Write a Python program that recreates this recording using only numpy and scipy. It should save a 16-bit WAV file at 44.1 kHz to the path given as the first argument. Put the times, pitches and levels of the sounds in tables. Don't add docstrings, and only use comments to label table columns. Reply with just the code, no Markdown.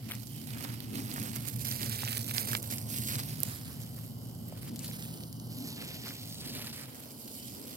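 import sys
import numpy as np
from scipy import signal
from scipy.fft import rfft, irfft
from scipy.io import wavfile
from scipy.ndimage import uniform_filter1d

SR = 44100
rng = np.random.default_rng(int(sys.argv[2]) if len(sys.argv) > 2 else 0)


def log_audio(samples):
    frames = np.atleast_2d(samples).T
    limited = np.clip(frames, -1, 1)
    pcm = np.round(limited * 32767).astype(np.int16)
    wavfile.write(sys.argv[1], SR, pcm)


N = 342216

# frequency_hz, density_db
FIZZ = [(350, 0), (700, -2), (1060, -2), (1500, 1), (2220, -1), (3360, -1), (3810, -1), (4700, 0.5),
        (5600, -2), (6600, -4.5), (8000, -2.5), (10000, -0.5), (12600, 5.5), (15100, -3), (16800, -4)]


def amp(db):
    return 10 ** (np.asarray(db) / 20)


def unit_rms(x):
    return x / np.sqrt(np.mean(abs(x) ** 2) + 1e-20)


def at_hz(points, hz):
    knots_hz, value = np.transpose(points)
    return np.interp(np.log(hz + 1), np.log(knots_hz + 1), value)


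def curves(rows, t):
    time_s, *columns = np.transpose(rows)
    return [np.interp(t, time_s, column) for column in columns]


def add(mix, start_s, sound):
    part = mix[:, round(start_s * SR):][:, :sound.shape[1]]
    part += sound[:, :part.shape[1]]


def resonate(x, hz, width_hz):
    carrier = np.exp(2j * np.pi * np.cumsum(hz * np.ones(len(x))) / SR)
    pole = np.exp(-np.pi * width_hz / SR)
    return 2 * (carrier * signal.lfilter([1 - pole], [1, -pole], x / carrier + 1e-18)).real


def ports(near, other, hz, gap_db, late_ms, focus=1):
    shadow = [(300, .01), (1300, 0.11), (2400, 0.23), (4400, 0.6), (8000, 0.79), (15000, 1.8)]
    coherence = [(500, .85), (1500, 1), (4000, 1), (8000, .97), (14000, .93)]
    alike = np.clip(focus * at_hz(coherence, hz), 0, 1)
    left_gain = amp(gap_db * at_hz(shadow, hz))
    delayed = near * np.exp(-2j * np.pi * hz * late_ms / 1000)
    left = left_gain * (alike * delayed + np.sqrt(1 - alike ** 2) * other)
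    return np.array([left, near]) * 2 / np.sqrt(1 + left_gain ** 2)


def sizzle():
    # time_s, level_db, body_db, edge_db (the last two before weighting)
    hiss = [(0.0, -58, -2, 5), (.06, -54.5, -1, 9), (.3, -51.5, -3, -8), (.85, -54.5, -2, 13),
            (1.3, -49, 2, -6.5), (1.55, -49.5, 1, -18), (2.0, -47, -6, 3), (2.45, -41.5, -2, -13.5),
            (2.65, -47.5, -1.5, -24.5), (3.3, -47.5, -2.5, 1.5), (3.6, -54, 2, -13.5),
            (3.9, -56.5, -2, -10), (4.1, -56, -5.5, -13), (4.4, -57.5, -7, -7), (4.75, -52, 0.5, -1.5),
            (5.38, -57, -14.5, 5), (5.9, -54.5, -8.5, 45), (6.3, -53, -12, 31), (6.7, -56, -10, 25),
            (6.95, -51.5, 3.5, -16), (7.2, -53, -10.5, -2), (7.76, -52, -4.5, 2)]
    body_weight = [(700, 1.5), (1200, 2.04), (2800, 0.84), (4500, 0.0048)]
    edge_weight = [(2800, 0.33), (4500, 0.17), (6000, 0.092), (9000, 0.0082)]
    # time_s, left_delay_ms, treble_gap_db (left minus right), focus
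    direction = [(0, .57, -27, .5), (.09, .55, -28, .4), (.1, -.075, 4, 1), (.15, -.07, -2, .8),
                 (.17, .33, -18, .4), (.7, .33, -16, .45), (.95, .33, -14, .7), (1.25, .35, -13, .75),
                 (1.4, .36, -13, .35), (1.6, .41, -13, .75), (2.2, .49, -11.5, .9), (2.9, .35, -6.5, .7),
                 (3.1, .38, -4.5, .9), (3.44, .29, -8, .3), (3.8, .15, -5, .6), (4.5, .15, -6.5, .7),
                 (4.64, .1, -4, .3), (4.68, .03, -1, .6), (4.86, .03, -1, .5), (4.94, .21, -4.5, .8),
                 (5.35, .2, -4, .85), (5.55, .165, -4, .95), (5.95, .155, -3, .92), (6.2, .14, -3, .8),
                 (6.6, .092, -2.5, .85), (6.78, .11, -4, .7), (6.9, .11, -4, .3), (6.92, .39, -4.5, .35),
                 (7.76, .38, -4.5, .5)]
    long_puffs = sputter(per_s=16, spread_db=-5, t60_s=.84, rise_s=.00027)
    short_puffs = sputter(per_s=250, spread_db=1, t60_s=.0071, rise_s=.00078)
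    puffs = unit_rms(.53 + .43 * long_puffs + .47 * short_puffs)
    noise = rng.standard_normal((2, N))
    ticks = impulses(per_s=400, spread_db=3.4, limit=2) * np.sign(noise)
    tick_band = signal.butter(1, [2000, 13000], "band", fs=SR, output="sos")
    source = amp(-9.5) * puffs * unit_rms(signal.sosfilt(tick_band, ticks))
    for band_hz in [(300, 1800), (1800, 3400), (3400, 6000), (6000, 10000), (10000, 20000)]:
        register = signal.sosfiltfilt(signal.butter(2, band_hz, "band", fs=SR, output="sos"), noise)
        crackle = sputter(per_s=240, spread_db=3.8, t60_s=.0055, rise_s=.00068)
        source += register * (puffs + amp(-13.5) * crackle)
    hz, t, (near, other) = signal.stft(unit_rms(source), SR, nperseg=256, noverlap=192)
    hz = hz[:, None]
    level_db, body_db, edge_db = curves(hiss, t)
    late_ms, gap_db, focus = curves(direction, t)
    burst_db, extra_body_db = steam_bursts(t)
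    flicker_db = 1.53 * patches(rng.standard_normal(near.T.shape).T, bins=8, frames=14)
    colour = amp(at_hz(FIZZ, hz))
    colour /= np.sqrt(np.mean(colour ** 2 * (hz > 7000)))
    lift_db = at_hz(body_weight, hz) * (body_db + extra_body_db) + at_hz(edge_weight, hz) * edge_db
    gain = colour * amp(level_db + burst_db + lift_db + flicker_db)
    pair = gain * ports(near, other, hz, gap_db, late_ms, focus)
    return signal.istft(pair, SR, nperseg=256, noverlap=192)[1][:, :N]


def steam_bursts(t):
    # start_s, length_s, gain_db, body_db (before weighting), choke_db
    landings = [(0.083, 0.056, 2, 4, 3), (0.254, 0.029, -3, -6, 6), (0.47, 0.26, 4, 2.5, 1),
                (0.542, 0.032, -0.5, 2.5, -1), (0.605, 0.026, 4, 1, 1), (0.641, 0.04, -0.5, 2, -2),
                (0.93, 0.045, 5.5, -0.5, 0), (1.09, 0.2, 3, 0.5, -1), (1.329, 0.32, 1.5, -0.5, 3),
                (1.335, 0.079, 0.5, 1, 0.5), (1.461, 0.018, 6.5, 0.5, -5.5), (1.556, 0.014, -5.5, 1, 8),
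                (1.585, 0.037, 4.5, -2.5, 5), (1.645, 0.1, 8, 1.5, 6), (1.795, 0.081, 5.5, 3.5, -6),
                (1.896, 0.28, 5.5, 3.5, -1), (2.19, 0.089, 0, 0, 3), (2.283, 0.026, 4.5, 1, -0.5),
                (2.335, 0.056, 5, 2.5, 8), (2.471, 0.086, 6, 3.5, 1.5), (2.619, 0.022, 0.5, 2.5, 9),
                (2.701, 0.038, 8.5, 3, 2.5), (2.878, 0.2, 5.5, -1, -1), (3.083, 0.094, 4, 4, -1),
                (3.181, 0.02, 2, 1.5, 5), (3.455, 0.073, 6, 0, -3), (3.658, 0.077, 3.5, 2.5, -2),
                (3.79, 0.023, 4.5, 0, -2), (3.972, 0.094, 3.5, 4, -6), (4.49, 0.085, -2, 5, -4.5),
                (4.611, 0.013, 3, 0, 8), (4.671, 0.0067, 1.5, 2, -1), (4.711, 0.026, -6, -3, 9),
                (4.762, .012, -5, -7, 2), (4.818, 0.075, 4, -3, 3), (4.929, 0.024, 2.5, 4, 1),
                (4.984, 0.2, 3.5, 4, 2), (5.317, 0.018, -1.5, -2, 6), (5.501, 0.2, 4, 1, 1),
                (5.767, 0.062, 1, 4, 0), (6.036, 0.078, 3, 3, -1), (6.417, 0.27, 3, 5, -4),
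                (6.458, 0.11, 2.5, -2, -3), (6.541, 0.13, 2.5, 3, -3), (6.727, 0.098, 3.5, 3, 3),
                (6.95, .06, -0.5, 0, -1), (7.64, 0.11, 0.5, 1, -1)]
    rise_s, fall_s, choke_s = .0024, .047, .014
    start_s, length_s, gain_db, body_db, choke_db = np.transpose(landings)[:, :, None]
    age_s = t - start_s
    envelope = np.clip(np.minimum(age_s / rise_s, 1 + (length_s - age_s) / fall_s), 0, 1)
    choke = np.clip(3 * (age_s + choke_s) / choke_s, 0, 1) * np.clip(1 - age_s / rise_s, 0, 1)
    return (gain_db * envelope - choke_db * choke).sum(0), (body_db * envelope).sum(0)


def impulses(per_s, spread_db, limit):
    return amp(spread_db * np.minimum(rng.exponential(1, N), limit)) * (rng.random(N) < per_s / SR)


def sputter(per_s, spread_db, t60_s, rise_s):
    kicks = impulses(per_s, spread_db, limit=3.6)
    swelling = signal.lfilter([1], [1, -np.exp(-1 / rise_s / SR)], kicks)
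    return unit_rms(signal.lfilter([1], [1, -amp(-60 / t60_s / SR)], swelling))


def patches(noise, bins, frames):
    return unit_rms(uniform_filter1d(uniform_filter1d(noise, bins, axis=0), frames, axis=1))


def pops():
    # time_s, peak_db, ring_hz, treble_gap_db (left minus right)
    events = [(.103, -32, 1910, -2), (0.1122, -24, 2400, 5), (0.119, -23, 2720, 5), (0.136, -39, 1500, -2),
              (0.152, -29, 7540, -1), (.2711, -32, 6120, -28), (0.363, -36, 11670, -21),
              (.5055, -33, 3180, -11), (0.804, -26, 4000, -21), (.942, -32, 2640, -18),
              (1.115, -25, 4250, -18.5), (1.14, -23.5, 12000, -10.5), (1.161, -26, 1620, -15.5),
              (1.181, -28, 1260, -15), (1.1993, -24.5, 13400, -10), (1.216, -31, 11500, -5),
              (1.228, -26, 12000, -13), (1.3422, -37, 4700, -20), (1.3612, -22, 11000, -25),
              (1.485, -22.5, 12000, -17), (1.5598, -29, 13610, -17), (1.5944, -46, 5000, -14),
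              (1.65, -36, 4790, -12), (1.676, -28, 3800, -6), (1.713, -23, 12620, 2.5),
              (1.714, -20.5, 4460, -5), (1.8162, -26, 2800, -15), (1.823, -23, 10770, -12),
              (1.831, -22, 4500, -15), (1.861, -24, 6000, -13), (1.896, -18, 14000, -26),
              (1.952, -29, 4200, -8), (1.99, -25, 3000, -17), (2.006, -26, 2750, -19),
              (2.015, -27, 7500, -14), (2.0339, -24.5, 1270, -2), (2.0503, -22.5, 7000, -12.5),
              (2.0684, -34, 800, -20), (2.06, -37, 3500, -14), (2.077, -21.5, 2630, -19),
              (2.085, -22.5, 3300, -20), (2.1214, -31, 2520, -20), (2.1292, -22.5, 4500, -21),
              (2.171, -22, 4930, -19), (2.179, -16, 12900, -8), (2.2294, -28, 7500, -10),
              (2.2441, -27, 6000, -6), (2.279, -30, 3000, -8), (2.295, -26, 2800, -5),
              (2.311, -22.5, 2280, -20), (2.3394, -25, 11000, -16), (2.382, -11, 4400, -15),
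              (2.4865, -27, 5200, -9), (2.5152, -24, 5000, -20), (2.5213, -20, 12500, -23),
              (2.5317, -23, 6500, -15), (2.5322, -22, 1650, -21), (2.551, -14.5, 2000, -20.5),
              (2.566, -29, 7250, -23), (2.628, -21, 15000, -7.5), (2.6398, -30, 3500, -5.5),
              (2.7046, -35, 2000, -5.5), (2.783, -22.5, 7800, -4.5), (2.9428, -27.5, 4500, -2.5),
              (2.985, -21, 12000, -6), (3.022, -38, 2800, 1), (3.1224, -22, 13570, -8),
              (3.138, -29, 12000, -6), (3.148, -25, 12000, -3), (3.1556, -22, 4700, -2.5),
              (3.1843, -25, 11540, -7), (3.2, -23, 5560, -2), (3.204, -31, 4540, 10),
              (3.4333, -6.5, 13600, -16), (3.4355, -34.5, 643, -11), (3.4353, -36, 2140, -7),
              (3.802, -41.5, 3500, -7), (3.8182, -32.5, 13300, -16), (4.5248, -32.5, 580, -4),
              (4.631, -34, 2200, -7.5), (4.7654, -34, 5100, 6), (4.76, -32, 6150, 0),
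              (4.7926, -26, 6640, 10.5), (4.89, -37, 586, -3), (4.913, -35, 2290, -5.5),
              (4.9944, -42, 9000, -10), (5.025, -29.5, 4200, -8.5), (5.0528, -37, 3500, 3.5),
              (5.2063, -38, 2500, -8), (5.2362, -31.5, 4310, -7), (5.3278, -30, 11460, -7),
              (5.399, -34, 7000, -8), (5.7704, -46, 3200, -1), (5.7831, -45, 2200, -11),
              (5.816, -31, 2120, -5), (5.823, -32, 2060, -2.5), (5.8492, -32, 13000, -23),
              (5.913, -37, 3000, -4), (5.9328, -42, 2790, 2), (5.9436, -34, 4900, -1.5),
              (5.961, -39, 2800, 0), (6.0603, -35, 2180, 3), (6.0707, -31, 1270, -4),
              (6.081, -33, 1800, -3), (6.0812, -29, 5200, -3.5), (6.099, -32, 5200, -2),
              (6.1066, -32, 2000, -2.5), (6.4641, -38, 3500, -4.5), (6.5514, -29, 3360, -3),
              (6.5668, -37, 5000, 2), (6.5875, -34, 4000, -5.5), (6.6229, -30, 2220, -6),
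              (7.2782, -32, 5100, -2)]
    loud_db, damping, onset_s = -23, .6, .002
    out = np.zeros((2, N))
    t, hz = np.arange(2048) / SR, np.fft.rfftfreq(2048, 1 / SR)
    age_s = np.maximum(t - onset_s, 0)
    noises = rng.standard_normal((len(events), 2, len(t)))
    top = unit_rms(amp(at_hz(FIZZ, hz)) * np.clip((hz - 1200) / 6000, 0, 1))
    for (time_s, db, ring_hz, gap_db), noise in zip(events, noises):
        crisp = amp(1.5 - 2.6 * max(db - loud_db, 0) - 13 * max(np.log2(1500 / ring_hz), 0))
        blow_strength = max(1.4 - ring_hz / 4000, (db + 20) / 4, 0)
        rise_s = (.0004 + 2.2 / ring_hz) / 2.4
        tail = amp(-4 - 60 * age_s / .022) * (age_s > rise_s)
        envelope = age_s / rise_s * np.exp(1 - age_s / rise_s) + tail
        burst = rfft(noise * envelope)
        ratio = hz / ring_hz
        skirt = np.clip(ratio / .26, 0, 1)
        mode = unit_rms(skirt * ratio / (1 - ratio ** 2 + 1j * damping * ratio))
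        thud_gain = .052 * np.clip((db - loud_db) / 5, 0, 1) * abs(mode).max()
        thud = thud_gain * hz / (hz + 250) / (1 + 1j * hz / 2500)
        blow = blow_strength * np.linalg.norm(envelope) / (1 + (ratio / 2) ** 2)
        drive = burst + blow * np.exp(-2j * np.pi * hz * (onset_s + rise_s))
        ring = 2 * drive * (mode + thud) * np.sqrt(1.2 - min(crisp, 1) ** 2)
        near, other = ring + burst * crisp * top
        pair = irfft(ports(near, other, hz, gap_db, late_ms=-.024 * gap_db))
        peak = np.sqrt(uniform_filter1d(2 * (pair ** 2).sum(0), size=24).max())
        add(out, time_s - onset_s - rise_s, pair * amp(db) / peak)
    return out


def snaps():
    # time_s, peak_db, pitch_hz, treble_gap_db (left minus right), click_ratio
    fractures = [(.3047, -36, 10500, -20, .6), (0.727, -35, 10100, -18, .6), (1.0595, -27, 11100, -16, .6),
                 (1.1358, -27, 12000, -16, .6), (1.2363, -22, 12500, -24, .4), (1.3576, -21, 13500, -3, 2),
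                 (1.3631, -21, 7000, -3, 5), (1.4806, -18, 12600, -22, 0.67), (1.5, -25, 11400, -33, .6),
                 (1.5634, -22, 12300, -24, .6), (1.7262, -18, 12200, -22, .6),
                 (1.8427, -22, 12500, -18, .6), (1.847, -23, 7500, -17, 1.5), (1.8562, -24, 9500, -18, 1.5),
                 (1.9185, -24, 10000, -20, 1), (1.961, -24, 7000, -17, 2), (1.9665, -26, 5000, -15, 1.5),
                 (2.4124, -22, 11100, -20, .6), (2.5863, -24, 12200, -20, .6), (3.162, -24, 10400, -10, .6),
                 (3.404, -15.5, 12900, -20, .4), (3.439, -31, 11200, -20, .6), (4.064, -29, 11600, -15, .6),
                 (7.6952, -33, 12500, -10, .6)]
    half_length_s = .00012
    out = np.zeros((2, N))
    t, hz = (np.arange(256) - 128) / SR, np.fft.rfftfreq(256, 1 / SR)
    for time_s, db, pitch_hz, gap_db, click_ratio in fractures:
        phase, polarity = rng.random(2)
        ring = np.exp(-(t / half_length_s) ** 2) * np.cos(2 * np.pi * (pitch_hz * t + phase))
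        click = click_ratio * np.sign(polarity - .5) * (t == 0)
        near = rfft(ring + click) * hz / (hz + 1500)
        pair = irfft(ports(near, near, hz, gap_db, late_ms=-.018 * gap_db))
        peak = np.sqrt(uniform_filter1d((pair ** 2).sum(0), size=8).max())
        add(out, time_s + t[0], pair * amp(db) / peak)
    return out


def flutters():
    rushes = [(.69, 0.046, 215, 230, -44), (0.871, 0.2, 242, 248, -43.5), (1.168, 0.074, 250, 242, -51),
              (1.794, 0.076, 234, 232, -46), (2.25, .06, 230, 240, -47.5), (2.521, 0.097, 240, 240, -52),
              (2.911, .06, 222, 225, -46.5), (4.688, .08, 242, 219, -45.5), (5.56, .13, 250, 260, -45.5),
              (6.063, 0.047, 260, 260, -50)]
    out = np.zeros((2, N))
    for start_s, length_s, first_hz, last_hz, db in rushes:
        hz = np.linspace(first_hz, last_hz, round(length_s * SR))
        rush = resonate(resonate(rng.standard_normal(len(hz)), hz, width_hz=72), hz, width_hz=71)
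        rush = unit_rms(rush * signal.windows.tukey(len(hz), .5))
        add(out, start_s, amp(db) * np.array([rush, np.roll(rush, 18)]))
    return out


def roar():
    spectrum = [(15, -54), (25, -62), (45, -34), (80, -9.5), (98, -9.5), (120, 1), (145, -6), (175, -14),
                (215, -4), (245, -5), (290, -10.5), (346, -17), (473, -23.5), (535, -24), (1050, -34),
                (1600, -41), (2080, -93), (3520, -120)]
    coherence = [(40, 0.4), (80, 0.91), (150, 0.89), (300, 0.88), (600, 0.25), (1200, 0.029)]
    lead = [(30, .3), (120, 0.25), (340, 0.86), (600, 0.041), (1200, .05)]
    registers = [(0.0, -45.5, -47.5, -50), (.7, -44, -42.5, -43.5), (1.56, -41.5, -46, -45),
                 (2.5, -44.5, -44.5, -39.5), (3.33, -40.5, -44.5, -42), (4.13, -43, -53.5, -48.5),
                 (4.84, -45.5, -45, -42.5), (5.35, -47, -47.5, -44), (5.9, -47, -46.5, -41.5),
                 (6.6, -45, -49.5, -45), (7.1, -55.5, -50, -41), (7.5, -48, -47.5, -45.5),
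                 (7.76, -54, -47, -40)]
    flares = [(0.102, 0.14, 2.5), (0.967, 0.078, 7.5), (1.22, 0.2, 5), (1.844, 0.047, 5), (2.56, 0.19, 2),
              (4.25, 0.62, 5.5), (4.73, 0.08, -0.5), (5.18, 0.11, 5), (5.626, 0.37, 3.5), (6.54, 0.19, 7),
              (6.103, .08, 1), (6.84, 0.04, 1), (6.965, 0.12, 2), (7.287, 0.081, 2), (7.59, 0.11, 5)]

    def swell_db(hz, t):
        low, mid, high = curves(registers, t)
        flare = sum(db * np.clip(1 - abs(t - peak_s) / half_s, 0, 1) for peak_s, half_s, db in flares)
        upper, top = np.clip((hz - 170) / 60, 0, 1), np.clip((hz - 340) / 120, 0, 1)
        return (1 - upper) * low + (upper - top) * (mid + flare) + top * (high + .93 * flare)
    return noise_field(spectrum, coherence, lead, swell_db, size=2048)


def noise_field(spectrum, coherence, lead, level_db, size):
    hz = np.fft.rfftfreq(size, 1 / SR)[:, None]
    t = np.arange(4 * N // size + 5) * size / 4 / SR
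    a, b, c, d, drift = rng.standard_normal((len(t), len(hz), 5)).T
    common, separate = a + 1j * b, c + 1j * d
    alike = np.clip(at_hz(coherence, hz), -1, 1)
    left = common * np.exp(1j * at_hz(lead, hz))
    right = alike * common + np.sqrt(1 - alike ** 2) * separate
    pair = np.array([left, right]) * amp(at_hz(spectrum, hz) + .8 * patches(drift, bins=10, frames=10))
    steady, shaped = (signal.istft(spectra, nperseg=size, noverlap=3 * size // 4)[1][:, :N]
                      for spectra in (pair, pair * amp(level_db(hz, t))))
    return shaped / np.sqrt(np.mean(steady ** 2))


def big_engine():
    exhaust = [(0, -47, -4.5), (.33, -48, -3.5), (.6, -42.5, -22), (1.2, -43.5, -17), (1.8, -42, -5),
               (2.4, -40, -9), (3, -39.5, -9), (3.95, -54, 1), (4.4, -44.5, -6.5), (4.9, -51.5, -5),
               (5.4, -47.5, -5), (6, -57, -9), (7.1, -58, -3), (7.76, -79, -6)]
    cycle_count = [(0, -.8), (.325, 1), (.868, 4), (1.362, 7), (1.705, 9), (2.5, 14), (3.15, 18),
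                   (4.25, 25), (5.49, 33), (6.54, 39), (7.55, 45), (7.76, 46.2)]
    pipe_hz, overtone_hz = 117.65, 222.1
    t = np.arange(N) / SR
    db, side_db = curves(exhaust, t)
    cycles = curves(cycle_count, t)[0]
    main, every = (np.diff(np.floor(k * cycles), prepend=-k) for k in (1, 3))
    pulses = (main + (every - main) * amp(side_db)) * amp(.9 * rng.standard_normal(N))
    first = resonate(resonate(pulses, pipe_hz, width_hz=18.6), pipe_hz, width_hz=18.6)
    second = resonate(resonate(pulses, overtone_hz, width_hz=22), overtone_hz, width_hz=22)
    return amp(db) * unit_rms(first) + amp(db - 10.5) * unit_rms(second)


def vehicle():
    firing = [(1.2, 117.8, -52), (1.8, 117, -47), (2.6, 121, -46), (3, 127.9, -48), (3.3, 149.9, -40),
              (3.7, 164.1, -54), (4.4, 167.6, -48.5), (5.5, 163.7, -46), (6.15, 165.2, -54),
              (6.5, 150.2, -51), (6.9, 147.5, -67), (7.2, 143.3, -54)]
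    t = np.arange(N) / SR
    hz, db = curves(firing, t)
    waver = unit_rms(signal.lfilter([1], [1, -.9997], rng.standard_normal((2, N))))
    phase = 2 * np.pi * np.cumsum(hz + .5 * waver[0]) / SR
    audible = (t > firing[0][0]) * (t < firing[-1][0])
    return amp(db + .88 * waver[1]) * audible * np.sin(phase)


def frogs():
    calls = [(0.256, 0.2, 3100, 3100, -69.5), (3.914, 0.15, 2930, 3040, -84),
             (4.227, 0.17, 3070, 3250, -81), (5.087, 0.19, 3000, 3100, -74), (5.382, .07, 2980, 3020, -84),
             (6.83, 0.2, 3070, 3200, -77), (7.334, 0.19, 2890, 3310, -69)]
    out = np.zeros((2, N))
    for start_s, length_s, first_hz, last_hz, db in calls:
        hz = np.linspace(first_hz, last_hz, round(length_s * SR))
        husk = unit_rms(resonate(rng.standard_normal(len(hz)), hz, width_hz=99))
        peep = 3 * husk * signal.windows.tukey(len(hz), .6)
        add(out, start_s, amp(db) * np.array([peep, np.roll(peep, 3)]))
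    return out


def night_air():
    spectrum = [(410, -57), (700, 5.5), (1300, -24), (2080, -10.5), (2510, -22), (3010, 2), (3530, -12.5),
                (4960, 0), (6540, -19), (11700, -3.5), (14000, -6), (15400, -4), (16200, -11)]
    return noise_field(spectrum, coherence=[(700, .2), (16000, .05)], lead=[(700, 0), (16000, 0)],
                       level_db=lambda hz, t: -58.5, size=1024)


def scene():
    night = night_air()
    fire = sizzle() + pops() + snaps() + flutters() + roar()
    motors = big_engine() + vehicle()
    engines = np.array([motors, np.roll(motors, 18)]) * amp([[-.8], [.8]])
    return fire + engines + frogs() + night


def record(dry):
    cutoff_hz = 16050
    low_pass = signal.firwin(511, cutoff_hz, window=("kaiser", 9), fs=SR)
    return signal.oaconvolve(dry, low_pass[None], "same")


dry = scene()
out = record(dry)
log_audio(out)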